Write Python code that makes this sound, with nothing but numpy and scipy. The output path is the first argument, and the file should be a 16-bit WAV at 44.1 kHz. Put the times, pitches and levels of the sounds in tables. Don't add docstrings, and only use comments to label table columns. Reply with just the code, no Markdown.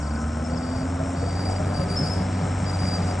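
import sys
import numpy as np
from scipy import signal
from scipy.fft import rfft, irfft
from scipy.io import wavfile

SR = 44100
rng = np.random.default_rng(int(sys.argv[2]) if len(sys.argv) > 2 else 0)


def waveform_to_disk(signal):
    frames = np.transpose(np.atleast_2d(signal))
    scaled = np.clip(frames, -1, 1) * 32767
    samples = np.round(scaled).astype(np.int16)
    wavfile.write(sys.argv[1], SR, samples)


N = 141120
T, HZ = np.arange(N) / SR, np.fft.rfftfreq(N, 1 / SR)

# time in seconds, firings per second.
FIRING_RATE = [(0, 73), (.3, 76.6), (.6, 83), (.9, 87.8), (1.2, 88.5), (1.5, 95.6), (1.8, 93.0),
               (2.1, 94.4), (2.5, 95.3), (3.2, 93)]
# time in seconds, level in dB.
DRONE_LEVEL = [(0, -28), (.26, -29), (.7, -34.5), (.95, -29.5), (1.3, -29), (2.1, -28.5), (2.5, -27),
               (3.2, -27)]
PIPE_LEVEL = [(0, -38), (.3, -36.5), (.56, -32.5), (.75, -34), (1.1, -36), (1.5, -43), (2.2, -46),
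              (3.2, -43)]
FAN_LEVEL = [(0, -50.5), (1.2, -60), (1.5, -55.5), (2.0, -42), (2.4, -58), (3.2, -51)]
# multiple of the cycle rate, relative dB at lowest and at highest speed.
ENGINE_PARTIALS = [(3, -56, -45), (9, -48, -42), (11, -42, -39), (12, -41, -37), (16, -52, -39),
                   (24, -46, -54), (32, -56, -45), (40, -56, -50), (47, -58, -51.5), (53, -57, -52),
                   (59, -60, -53), (81, -58, -53), (82, -60, -55), (115, -66, -59)]
CYLINDER_DB = [2.5, -2, 1.5, -2.5, 2.5, -1.5]

# frequency in Hz, relative spectral density in dB.
CLATTER_SPECTRUM = [(150, -6), (300, -8), (380, -6.5), (520, 0.5), (680, 2.5), (850, -1.5), (1080, -6),
                    (1400, -7), (1700, -10.5), (2300, -13.5), (2700, -18.5), (3300, -22), (4200, -22.5),
                    (6000, -27.5), (8800, -62), (10000, -67)]
RUMBLE_SPECTRUM = [(15, -46.5), (30, -35), (45, -3.5), (70, 4), (110, 1), (160, -1), (230, -0.5),
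                   (300, -3.5), (370, -14.5), (600, -31), (1500, -71), (8000, -81)]
THUMP_SPECTRUM = [(40, -24.5), (110, -6), (150, 2.5), (175, 3.5), (205, -10), (270, -19.5), (400, -18),
                  (1500, -28.5), (4000, -53), (9000, -95)]
RING_SPECTRUM = [(900, -30), (1050, 3), (1160, -27), (1290, 2), (1400, -6.5), (1500, -0.5), (1640, -17.5),
                 (2000, -66.5)]
INSECT_SPECTRUM = [(3500, -36), (4950, -22), (5200, 11.5), (5450, 10.5), (5900, 6), (6500, 2.5),
                   (7100, 7.5), (7800, 10), (8400, 5), (8600, 11.5), (8850, -1), (9300, -8), (10300, -55.5)]
# time in seconds, relative level in dB.
CLATTER_LEVEL = [(0, -38), (.7, -35), (1.5, -32.5), (2.4, -33.5), (3.2, -34)]
CLATTER_TREBLE_LEVEL = [(0, -1.5), (.8, -3), (1.6, -2.5), (2.4, 0), (3.2, 1.5)]
RUMBLE_LEVEL = [(0, -35), (.7, -34), (1.5, -31), (3.2, -33.5)]
RING_LEVEL = [(0, -44.5), (.2, -41), (.45, -45.5), (1, -46), (1.8, -47), (3.2, -58)]
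INSECT_LEVEL = [(0, -48.5), (1.5, -48), (3.2, -45.5)]

# start in seconds, ringing frequency in Hz, level in dB.
SHOE_THUMPS = [(0.511, 151.2, -28.5), (0.737, 152, -27.5), (.98, 170, -30), (1.15, 150, -33.5),
               (1.30, 161.2, -33), (1.401, 161.7, -33), (1.587, 180.7, -24.5), (1.783, 167, -25),
               (1.998, 173.3, -24), (2.19, 177, -24.5), (2.411, 185, -25.5), (2.6, 187, -28.5),
               (2.798, 174, -24.5), (2.973, 164, -26)]
LINK_CLANKS = [(0.506, 514.5, -34.5), (0.801, 641, -33.5), (0.994, 657, -30), (1.221, 483, -30),
               (1.27, 700, -34.5), (1.592, 618, -31.5), (1.805, 553, -30.5), (2.084, 625.1, -30.5),
               (3.085, 684.8, -33.5)]
# start and length in seconds, first and last frequency in Hz,
# relative level in dB, octave in dB against the fundamental.
PIN_SQUEALS = [(.437, .04, 5300, 5280, -48, -24), (.553, .03, 5290, 5220, -48, -24),
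               (.58, .29, 4720, 4690, -53, -14), (.755, .032, 4720, 4700, -47, -20),
               (1.15, .1, 4660, 4640, -52, -20), (1.24, .11, 4670, 4720, -49, -18),
               (1.345, .1, 4765, 4750, -43.5, -14), (1.447, .052, 4760, 4790, -41.5, -15),
               (1.503, .035, 4780, 4780, -45, -14), (1.553, .028, 4770, 4770, -46, -17),
               (1.64, .1, 4750, 4720, -54, -5), (1.738, .055, 4720, 4715, -42, -14),
               (1.797, .05, 4720, 4715, -43, -12), (1.88, .095, 4705, 4725, -41, -11),
               (1.958, .068, 5240, 5210, -32, -21), (1.985, .022, 4750, 4750, -45, -7),
               (2.017, .048, 5265, 5170, -39, -24), (2.018, .088, 4740, 4745, -40, -14),
               (2.06, .045, 5070, 5180, -44, -18), (2.098, .048, 5235, 5150, -37, -18),
               (2.11, .13, 4750, 4750, -50, -10), (2.14, .135, 5200, 5100, -51, -22),
               (2.655, .06, 4800, 4800, -43, -17), (2.724, .044, 4760, 4810, -45.5, -14),
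               (2.78, .09, 4805, 4790, -42.5, -14), (2.865, .032, 4780, 4780, -38, -13),
               (2.895, .092, 4785, 4760, -38.5, -17), (3.012, .04, 4810, 4810, -48.5, -14),
               (3.063, .065, 4815, 4810, -46.5, -15)]
# start in seconds, relative level in dB.
PIN_CHIRPS = [(.025, -52), (.062, -49.5), (.103, -53), (.145, -53), (.498, -53), (.532, -49.5), (.571, -48),
              (.624, -50.5), (2.33, -54), (2.367, -54), (2.405, -54)]

# frequency in Hz, coherence from 0 to 1.
DOZER_COHERENCE = [(30, 1), (100, .9998), (150, .985), (230, .965), (350, .93), (1100, .92), (1600, .97),
                   (2000, .99), (2400, .97), (2700, .7), (3600, .76), (4300, .86), (5500, .98), (6800, .98),
                   (8000, .7)]
INSECT_COHERENCE = [(5000, .995), (6900, .995), (7500, .87), (8200, .72), (8700, .65), (9100, .3)]
# frequency in Hz, left minus right in dB.
DOZER_BALANCE = [(30, 0), (130, -.2), (330, -.5), (470, .3), (640, 2.8), (870, 5.2), (1200, 4.3),
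                 (1600, 2.3), (2400, .6), (2750, 6), (3150, 8), (3900, 2.1), (4500, .6), (9000, 0)]
SQUEAL_BALANCE = [(4700, 4), (4850, 2), (5200, 5.5), (9400, 0)]
# frequency in Hz, lead of the left channel in radians.
DOZER_PHASE = [(80, 0), (145, .05), (230, .14), (340, .27), (470, .74), (640, 1.05), (870, .8), (1200, .38),
               (1600, .09), (2450, .03), (2750, .65), (3200, .2), (3900, -.16), (4500, -.35)]
SQUEAL_PHASE = [(4500, -.6), (4700, -1.4), (4850, -1.9), (5050, .6), (5250, .1), (9400, -1.6),
                (10400, -2.1)]
INSECT_PHASE = [(7000, 0), (7900, -.58), (8600, -1)]


def exhaust_and_fan(firings, speed):
    def partial(multiple):
        return np.sqrt(2) * np.sin(2 * np.pi * (multiple * firings + rng.random()))
    roughness, rough_hz, fan_ratio = .3, 24, 4.21
    speed_share = (speed - speed.min()) / np.ptp(speed)
    third = partial(3) * (1 + roughness * drift(rough_hz))
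    third += partial(3) * roughness * drift(rough_hz)
    out = amp(curve(DRONE_LEVEL) + .61 * drift(5)) * partial(.99)
    out += amp(curve(PIPE_LEVEL) + .93 * drift(1.3)) * third
    for order, slow_db, fast_db in ENGINE_PARTIALS:
        level_db = slow_db + (fast_db - slow_db) * speed_share - 1.5
        waver_db = 2.5 * drift(1.6)
        out += amp(level_db + waver_db) * partial(order / len(CYLINDER_DB))
    return out + amp(curve(FAN_LEVEL)) * partial(fan_ratio)


def block_clatter(firings):
    decay_firings, floor, repeat_share, split_hz = .23, .95, .56, 1000
    cylinders = len(CYLINDER_DB)
    strength = amp(CYLINDER_DB)[firings.astype(int) % cylinders]
    knock = strength * np.exp(-(firings % 1) / decay_firings) + floor
    cycle = rng.standard_normal(2048)
    periodic = np.interp(firings / cylinders, np.arange(len(cycle)) / len(cycle), cycle, period=1)
    fresh, apart = rng.standard_normal((2, N))
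    common = np.sqrt(repeat_share) * colour(knock * periodic, CLATTER_SPECTRUM)
    common += np.sqrt(1 - repeat_share) * colour(knock * fresh, CLATTER_SPECTRUM)
    both = spread(common, colour(knock * apart, CLATTER_SPECTRUM), DOZER_COHERENCE)
    low = lowpass(both, split_hz)
    treble = (both - low) * amp(curve(CLATTER_TREBLE_LEVEL))
    return (low * amp(drift(8.5)) + treble) * amp(curve(CLATTER_LEVEL))


def tracks():
    rumble = colour(rng.standard_normal((2, N)), RUMBLE_SPECTRUM)
    common, apart = rumble * amp(curve(RUMBLE_LEVEL) + 1.7 * drift(19))
    dirt = colour(rng.standard_normal(N), THUMP_SPECTRUM)
    waver_hz = 20 * drift(89)
    def tone(hz):
        return unit(np.sin(phase_of(hz + waver_hz)))
    for start, hz, db in SHOE_THUMPS:
        common += amp(db) * impact(start, rise_s=.022, t60_s=.4) * (.5 * tone(hz) + .85 * dirt)
    for start, hz, db in LINK_CLANKS:
        common += amp(db) * impact(start, rise_s=.011, t60_s=.19) * tone(hz)
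    return spread(common, apart, DOZER_COHERENCE)


def steel_ring():
    return colour(rng.standard_normal(N), RING_SPECTRUM) * amp(curve(RING_LEVEL))


def pin_squeals():
    chirp_s, chirp_top_hz, chirp_end_hz = .02, 4880, 4500
    fade_share, flutter_db = .24, 4
    chirps = [(start, chirp_s, chirp_top_hz, chirp_end_hz, db, -np.inf) for start, db in PIN_CHIRPS]
    jitter_hz = 22 * drift(170)
    flutter = amp(flutter_db * np.tanh(drift(110)))
    out = np.zeros(N)
    for start, length, from_hz, to_hz, db, octave_db in PIN_SQUEALS + chirps:
        on = (T >= start) & (T < start + length)
        age = T[on] - start
        phase = phase_of(from_hz + (to_hz - from_hz) * age / length + jitter_hz[on])
        tone = np.sin(phase) + amp(octave_db) * np.sin(2 * phase)
        ramp = np.clip(np.minimum(age, length - age) / (fade_share * length), 0, 1)
        out[on] += amp(db) * np.sin(np.pi / 2 * ramp) * unit(flutter[on] * tone)
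    return amp(2) * out


def tree_echo(x, level_db=-7, t60_s=.2):
    tail = rng.standard_normal((2, SR // 2)) * np.exp(-np.log(1000) * T[:SR // 2] / t60_s)
    tail /= np.linalg.norm(tail[0])
    return amp(level_db) * signal.fftconvolve(x[None], tail, axes=1)[:, :N]


def insects(pulse_hz=75, pulse_depth=.12):
    pulse = np.sin(phase_of(pulse_hz * (1 + .17 * drift(15.3))))
    common, apart = colour(rng.standard_normal((2, N)), INSECT_SPECTRUM) * (1 + pulse_depth * pulse)
    chorus = place(spread(common, apart, INSECT_COHERENCE), 0, spectrum(INSECT_PHASE))
    return chorus * amp(curve(INSECT_LEVEL) + 1.1 * drift(18))


def amp(db):
    return 10 ** (np.asarray(db) / 20)


def unit(x):
    return x / np.sqrt(np.mean(abs(x) ** 2) + 1e-20)


def phase_of(hz):
    return 2 * np.pi * np.cumsum(hz) / SR


def curve(points):
    return np.interp(T, *np.transpose(points))


def spectrum(points):
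    hz, value = np.transpose(points)
    return np.interp(np.log(HZ + 1), np.log(hz + 1), value)


def colour(x, points):
    return unit(irfft(rfft(x) * amp(spectrum(points)), N))


def lowpass(x, cutoff_hz):
    return irfft(rfft(x) / (1 + (HZ / cutoff_hz) ** 4), N)


def drift(rate_hz):
    return unit(lowpass(rng.standard_normal(N), rate_hz))


def impact(start, rise_s, t60_s):
    age = np.maximum(T - start, 0)
    return np.minimum(age / rise_s, 1) * np.exp(-np.log(1000) * np.maximum(age - rise_s, 0) / t60_s)


def spread(common, apart, coherence_table):
    coherence = spectrum(coherence_table)
    mid = rfft(common) * np.sqrt((1 + coherence) / 2)
    side = rfft(apart) * np.sqrt((1 - coherence) / 2)
    return irfft(np.array([mid + side, mid - side]), N)


def place(x, balance_db, lead_radians):
    half = amp(balance_db / 2) * np.exp(.5j * lead_radians)
    return irfft(rfft(x) * np.array([half, 1 / half]), N)


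def scene():
    speed = curve(FIRING_RATE)
    firings = np.cumsum(speed * (1 + .001189 * drift(6))) / SR
    dozer = exhaust_and_fan(firings, speed) + block_clatter(firings) + tracks() + steel_ring()
    dozer = place(dozer, spectrum(DOZER_BALANCE), spectrum(DOZER_PHASE))
    squeals = pin_squeals()
    direct_squeals = place(squeals, spectrum(SQUEAL_BALANCE), spectrum(SQUEAL_PHASE))
    return dozer + direct_squeals + tree_echo(squeals) + insects()


def record(dry):
    cutoff_hz = 10450
    taps = signal.firwin(511, cutoff_hz, window=("kaiser", 9), fs=SR)
    return signal.oaconvolve(dry, taps[None], "same")


dry = scene()
out = record(dry)
waveform_to_disk(out)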